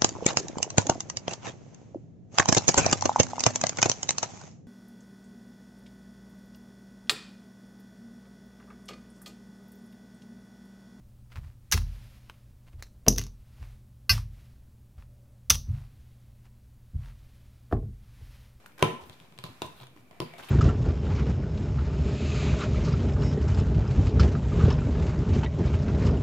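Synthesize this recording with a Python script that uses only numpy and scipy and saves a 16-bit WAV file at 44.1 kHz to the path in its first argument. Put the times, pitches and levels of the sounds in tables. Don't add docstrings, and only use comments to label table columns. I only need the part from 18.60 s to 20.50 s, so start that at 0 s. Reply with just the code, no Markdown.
import sys
import numpy as np
from scipy import signal
from scipy.fft import rfft, irfft, next_fast_len
from scipy.io import wavfile

SR = 44100
rng = np.random.default_rng(int(sys.argv[2]) if len(sys.argv) > 2 else 0)


def waveform_to_disk(signal):
    frames = np.transpose(np.atleast_2d(signal))
    scaled = np.clip(frames, -1, 1) * 32767
    samples = np.round(scaled).astype(np.int16)
    wavfile.write(sys.argv[1], SR, samples)


def rack_gain(trim_db):
    fader = np.asarray(trim_db, float)
    return 10 ** (fader / 20)


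N = 83790

# f/Hz, level/dB, t60/s
BOWL_LOW = [(215, -8, .08), (250, -5, .08), (308, -7, .07), (370, 0, .085), (405, -5, .07), (460, -6, .09),
            (520, -8, .08), (590, -8, .05)]
# f/Hz, level/dB, t60/s
BOWL_HIGH = [(840, -13, .1), (933, -9, .14), (985, -12, .1), (1013, 0, .085), (1058, -7, .08),
             (1308, -14, .09), (1465, -17, .08), (2290, -14, .04), (2770, -18, .04)]
# f/Hz, left-right likeness/1
CLICK_LIKENESS = [(500, 0.98), (3000, 0.22), (9000, 0.38)]
# f/Hz, left-right likeness/1
DIFFUSE_LIKENESS = [(100, 0.71), (400, 0.73), (1500, 0.19), (8000, 0.015)]
WALL_RISE_S = .0007


def knocks():
    # t/s, then peak level/dB of click, low wall, high wall, counter thump
    bursts = [(0.2243, -12, -10.5, -14, -14.5), (0.2378, -33, -22, -29, -47), (0.257, -44, -25.5, -41, -55),
              (0.496, -38.5, -46.5, -52, -40.5), (0.8384, -29.5, -38.5, -40, -29.5),
              (.863, -51, -64, -48.5, -68), (0.888, -58, -44.5, -50, -51),
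              (1.0186, -23, -35.5, -34.5, -32.5), (1.023, -30, -45, -69, -38),
              (1.0451, -49, -44, -38.5, -37), (1.6012, -25.5, -29, -31, -25),
              (1.617, -38.5, -28.5, -38.5, -25)]
    # f/Hz, level/dB, t60/s
    counter = [(75, -9, .08), (100, -6, .08), (130, -1, .09), (153, 0, .11)]
    travel_s, counter_rise_s = .0011, .003
    out, t = timeline()
    for s, click_db, low_db, high_db, thump_db in bursts:
        blow = rack_gain(click_db) * click(t)
        blow = blow + rack_gain(low_db) * ring(BOWL_LOW, t, WALL_RISE_S)
        blow = blow + rack_gain(high_db) * ring(BOWL_HIGH, t, WALL_RISE_S)
        blow = blow + rack_gain(thump_db) * ring(counter, t, counter_rise_s)
        add(out, s + travel_s, heard(blow))
    return out[:, :N]


def ticks():
    # t/s, click level/dB, pocket level/dB, pocket f/Hz, wall level/dB
    bursts = [(0.044, -58, -46, 845, -67), (0.0609, -46.5, -32.5, 1480, -53.5),
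              (0.1198, -54.5, -61, 2100, -66), (0.1798, -58, -38, 1700, -66), (0.192, -58, -43, 1670, -47),
              (0.2272, -21.5, -10, 2530, -25.5), (0.44, -49.5, -58, 2500, -45.5),
              (0.4676, -59, -46, 11000, -62), (0.531, -70, -43, 3600, -64), (0.601, -45, -40, 3320, -55),
              (0.6516, -59, -49, 3000, -70), (0.7235, -50, -47, 2510, -55), (0.778, -47, -47, 2880, -74),
              (.788, -35, -25.5, 3530, -44), (1.166, -62, -47, 3500, -61), (1.179, -65, -49, 3600, -64),
              (1.2025, -49, -38, 3730, -60), (1.212, -46, -39, 666, -51), (1.2228, -60, -43, 3700, -64),
              (1.2325, -57, -34, 3600, -66), (1.2692, -42.5, -56, 2620, -64), (1.364, -56, -49, 1030, -53),
              (1.3739, -57, -44.5, 1930, -59), (1.511, -46, -41, 2140, -50), (1.625, -41, -52, 9000, -68),
              (1.738, -47, -33.5, 2130, -54), (1.782, -45, -49, 6300, -54), (1.798, -54, -30, 1580, -62),
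              (1.832, -52, -46, 2970, -51)]
    pocket_cycles = 10
    out, t = timeline()
    for s, click_db, pocket_db, pocket_hz, wall_db in bursts:
        pocket = ring([(pocket_hz, 0, pocket_cycles / pocket_hz)], t, WALL_RISE_S / 10)
        wall = ring([*BOWL_LOW, *BOWL_HIGH], t, WALL_RISE_S)
        add(out, s, heard(rack_gain(click_db) * click(t) + rack_gain(pocket_db) * pocket + rack_gain(wall_db) * wall))
    return out[:, :N]


def click(t):
    # f/Hz, level/dB per Hz
    snap = [(900, 16), (1600, 9), (2500, 13.5), (3900, 14.5), (5300, -0.5), (6300, 1), (10000, 0.5),
            (16000, -10)]
    noise = pair(CLICK_LIKENESS, len(t))
    t60_s = 0.01
    return rack_gain(-60 * t / t60_s) * unit(filtered(noise, lambda hz: rack_gain(along(snap, hz))))


def notes():
    # t/s, level/dB, f/Hz, t60/s
    tones = [(.2255, -20, 1015, 0.064), (.2255, -27, 557, 0.049), (0.2253, -21, 6100, 0.0083),
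             (0.2275, -27, 1385, .03), (.2255, -26.5, 108.6, 0.22), (.285, -36.5, 989, 0.16),
             (.34, -36.5, 1030, 0.1), (.395, -40.5, 928, 0.05), (.864, -50.5, 1020, .08),
             (1.02, -33.5, 1001, 0.082), (1.0195, -36, 406, .06), (1.0205, -36, 630, 0.068),
             (1.0444, -44.5, 1030, .07), (1.0452, -29, 243, 0.018), (1.083, -51.5, 984, 0.17),
             (1.511, -44, 663, 0.037), (1.565, -52, 690, 0.081), (1.6025, -35.5, 996, 0.068),
             (1.6025, -28, 346.4, 0.07), (1.6025, -24, 4820, .007), (1.63, -45, 993, .15),
             (1.737, -43.5, 680, 0.082), (.839, -38, 620, 0.033), (.9, -46, 256, 0.117),
             (1.36, -53.5, 299, 0.16), (1.43, -52.5, 249, 0.12), (0.329, -41, 241, .2),
             (.47, -50.5, 251.5, 0.17)]
    return heard(single_modes(tones, rise_s=0.0004))


def rubs():
    # t/s, length/s, level/dB, tilt/dB per octave, squelch f/Hz
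    strokes = [(0.059, 0.011, -52, -5, 11200), (.075, .02, -65, 18, 11000), (0.178, 0.011, -50, 3.5, 1660),
               (0.189, 0.017, -46.5, 1.5, 1630), (0.203, 0.06, -42, -1, 1500), (0.407, 0.034, -54, 0, 1126),
               (0.451, 0.045, -64, 14, 12400), (0.518, 0.027, -57, 1, 3600),
               (0.596, 0.069, -61.5, -7, 3500), (0.837, 0.039, -53, 0.5, 3840),
               (1.045, 0.027, -57.5, 6, 7040), (1.158, 0.047, -59.5, 5, 3600),
               (1.194, 0.047, -56, -1, 1420), (1.196, 0.01, -55.5, 4, 3500), (1.209, .02, -57.5, 4.5, 3660),
               (1.23, 0.015, -53.5, 1.5, 1630), (1.355, 0.062, -65.5, 1, 1030),
               (1.511, 0.085, -63, 0.5, 2000), (1.511, 0.055, -70, -13, 667),
               (1.613, 0.046, -66, 11, 12700), (1.654, 0.16, -55.5, 0, 2170), (1.726, 0.19, -65, -5.5, 673),
               (1.781, 0.0347, -47, 0.5, 1170), (1.823, 0.025, -45.5, 0.5, 3040),
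               (1.843, 0.016, -51.5, 1, 1120), (1.884, .04, -43, 4, 2840)]
    # f/Hz, width/Hz, level/dB
    rub_body = [(283, 800, 0.5), (1030, 600, 3.5), (2280, 67, -5), (3600, 2600, -10.5), (9000, 21000, -23)]
    grains_per_s, edge_s = 6000, .004
    squelch_blur_hz, squelch_db = 10000, 3
    out, t = timeline()
    body = resonances(rub_body)
    for s, length, db, tilt_db, squelch_hz in strokes:
        chance, size_draw = rng.random((2, len(t)))
        grains = (chance < grains_per_s / SR) * grain_sizes(size_draw) * pair(CLICK_LIKENESS, len(t))
        cavity = resonances([(squelch_hz, squelch_hz ** 2 / squelch_blur_hz, squelch_db)])

        def colour(hz):
            tilt = rack_gain(tilt_db * np.log2((hz + 400) / 2400))
            return body(hz) * tilt + cavity(hz)

        stroke = np.clip(np.minimum(t, length - t) / edge_s, 0, 1)
        add(out, s, heard(rack_gain(db) * stroke * unit(filtered(grains, colour))))
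    return out[:, :N]


def thuds():
    # t/s, level/dB, f/Hz, t60/s
    pushes = [(0.124, -64, 110, .1), (0.274, -27.5, 168, 0.14), (0.358, -57, 102, .1),
              (0.417, -38, 74, 0.14), (0.493, -41.5, 85, 0.13), (0.605, -40.5, 161.5, 0.096),
              (.715, -42, 158, 0.13), (0.784, -38, 126.5, 0.15), (0.887, -27.5, 103, 0.046),
              (1.044, -39, 93, 0.13), (1.13, -41, 68.3, 0.1), (1.205, -39, 129.2, 0.31),
              (1.292, -56, 136, 0.15), (1.327, -57, 65.4, 0.26), (1.394, -38, 111, 0.07),
              (1.505, -39, 107, 0.056), (1.65, -34.5, 237, 0.096), (1.721, -54, 131, 0.089),
              (1.792, -47, 84, 0.14)]
    return single_modes(pushes, rise_s=0.0074)


def creep():
    # t/s, level/dB
    swell = [(0, -63.5), (.17, -69.5), (.5, -62), (.76, -66), (.9, -59.5), (1.1, -60), (1.261, -64.5),
             (1.3, -71), (1.5, -71), (1.7, -65), (1.9, -51)]
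    # f/Hz, level/dB per Hz
    crackle_colour = [(300, -39), (700, 2), (1600, 1.5), (3500, -5), (6000, -10.5), (15000, -17.5)]
    grains = grain_sizes(rng.random(N)) * pair(DIFFUSE_LIKENESS, N)
    crackle = unit(filtered(grains, lambda hz: rack_gain(along(crackle_colour, hz))))
    s, db = np.transpose(swell)
    return rack_gain(np.interp(np.arange(N) / SR, s, db)) * crackle


def hum():
    # f/Hz, level/dB per Hz
    hum_colour = [(15, -40), (25, 6), (149, -1.5), (545, -12.5), (2110, -25), (2350, -13.5), (2760, -27),
                  (4740, -34.5), (16000, -30)]
    noise = pair(DIFFUSE_LIKENESS, N)
    return rack_gain(-57.5) * unit(filtered(noise, lambda hz: rack_gain(along(hum_colour, hz))))


def heard(x):
    # f/Hz, left over right level/dB
    lean = [(250, 1.5), (600, 0.5), (1050, -4.5), (2500, 5), (5000, -0.5), (12000, -2)]
    # f/Hz, t60/s
    decay = [(100, 0.37), (400, 0.39), (1500, 0.44), (5000, 0.37), (13000, 0.38)]
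    # f/Hz, level/dB
    tail_colour = [(100, -1.5), (1000, 0.5), (3000, 3), (7000, 0.5), (15000, 2)]
    wet_db, first_wall_s = -7, .004
    sides = np.array([[.5], [-.5]])
    direct = filtered(x, lambda hz: rack_gain(sides * along(lean, hz)))
    hz, t, z = signal.stft(pair(DIFFUSE_LIKENESS, SR // 2), SR, nperseg=256)
    fade = rack_gain(-60 * t / along(decay, hz)[:, None])
    tail = signal.istft(z * fade, SR, nperseg=256)[1]
    tail = tail / np.linalg.norm(tail[0])
    tail = filtered(tail, lambda hz: rack_gain(along(tail_colour, hz) + wet_db))
    late = np.pad(x, ((0, 0), (round(first_wall_s * SR), 0)))
    return direct + signal.fftconvolve(late, tail, axes=1)[:, :x.shape[1]]


def ring(modes, t, attack_s):
    # f/Hz, phase/rad
    port_phase = [(150, .22), (350, .65), (600, 1.3), (5000, 1.4)]
    scatter_db, wander = 2, .06
    hz, db, t60 = np.transpose(modes)[..., None]
    strength = rack_gain(db + scatter_db * rng.standard_normal(hz.shape))
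    steps = rng.standard_normal((len(hz), len(t)))
    walk = wander * np.cumsum(steps, 1) * np.sqrt(hz / SR)
    flip = (-1) ** np.arange(len(hz))[:, None]
    turn = np.array([.5, -.5])[:, None, None] * along(port_phase, hz) * flip
    tones = strength * rack_gain(-60 * t / t60) * np.sin(2 * np.pi * hz * t + walk + turn)
    return tones.sum(1) * (1 - np.exp(-t / attack_s)) / np.linalg.norm(strength)


def single_modes(events, rise_s):
    out, t = timeline()
    for s, db, hz, t60 in events:
        add(out, s, rack_gain(db) * ring([(hz, 0, t60)], t, rise_s))
    return out[:, :N]


def grain_sizes(draw):
    spread_db, biggest = 3, .02
    return rack_gain(-spread_db * np.log(draw + biggest))


def pair(alike, n):
    def mid_side(hz):
        turn = np.arccos(np.clip(along(alike, hz), -1, 1)) / 2
        return np.array([np.cos(turn), np.sin(turn)])

    mid, side = filtered(rng.standard_normal((2, n)), mid_side)
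    return np.array([mid + side, mid - side])


def resonances(peaks):
    def response(f):
        total = 0
        for k, (centre, width, db) in enumerate(peaks):
            damping = 1j * f * width
            total = total + (-1) ** k * rack_gain(db) * damping / (centre * centre - f * f + damping)
        return total

    return response


def filtered(x, response):
    n = x.shape[-1]
    m = next_fast_len(n + 8192)
    return irfft(rfft(x, m) * response(np.fft.rfftfreq(m, 1 / SR)), m)[..., :n]


def along(points, hz):
    f, v = np.transpose(points)
    return np.interp(np.log(hz + 1), np.log(f + 1), v)


def unit(x):
    return x / np.sqrt(np.mean(x ** 2) + 1e-20)


def timeline():
    return np.zeros((2, N + SR)), np.arange(SR // 2) / SR


def add(out, s, x):
    i = round(s * SR)
    out[:, i:i + x.shape[1]] += x


def scene():
    return knocks() + ticks() + notes() + rubs() + thuds() + creep() + hum()


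def top_cut(x):
    return signal.sosfilt(signal.butter(12, 16500, fs=SR, output="sos"), x)


def record(dry):
    low_hz, top_hz, offset = 50, 15100, -.001

    def microphone(hz):
        bass_cut = (1j * hz / (low_hz + 1j * hz)) ** 4
        return bass_cut / np.sqrt(1 + (hz / top_hz) ** 60)

    return top_cut(filtered(dry, microphone) + offset)


dry = scene()
out = record(dry)
waveform_to_disk(out)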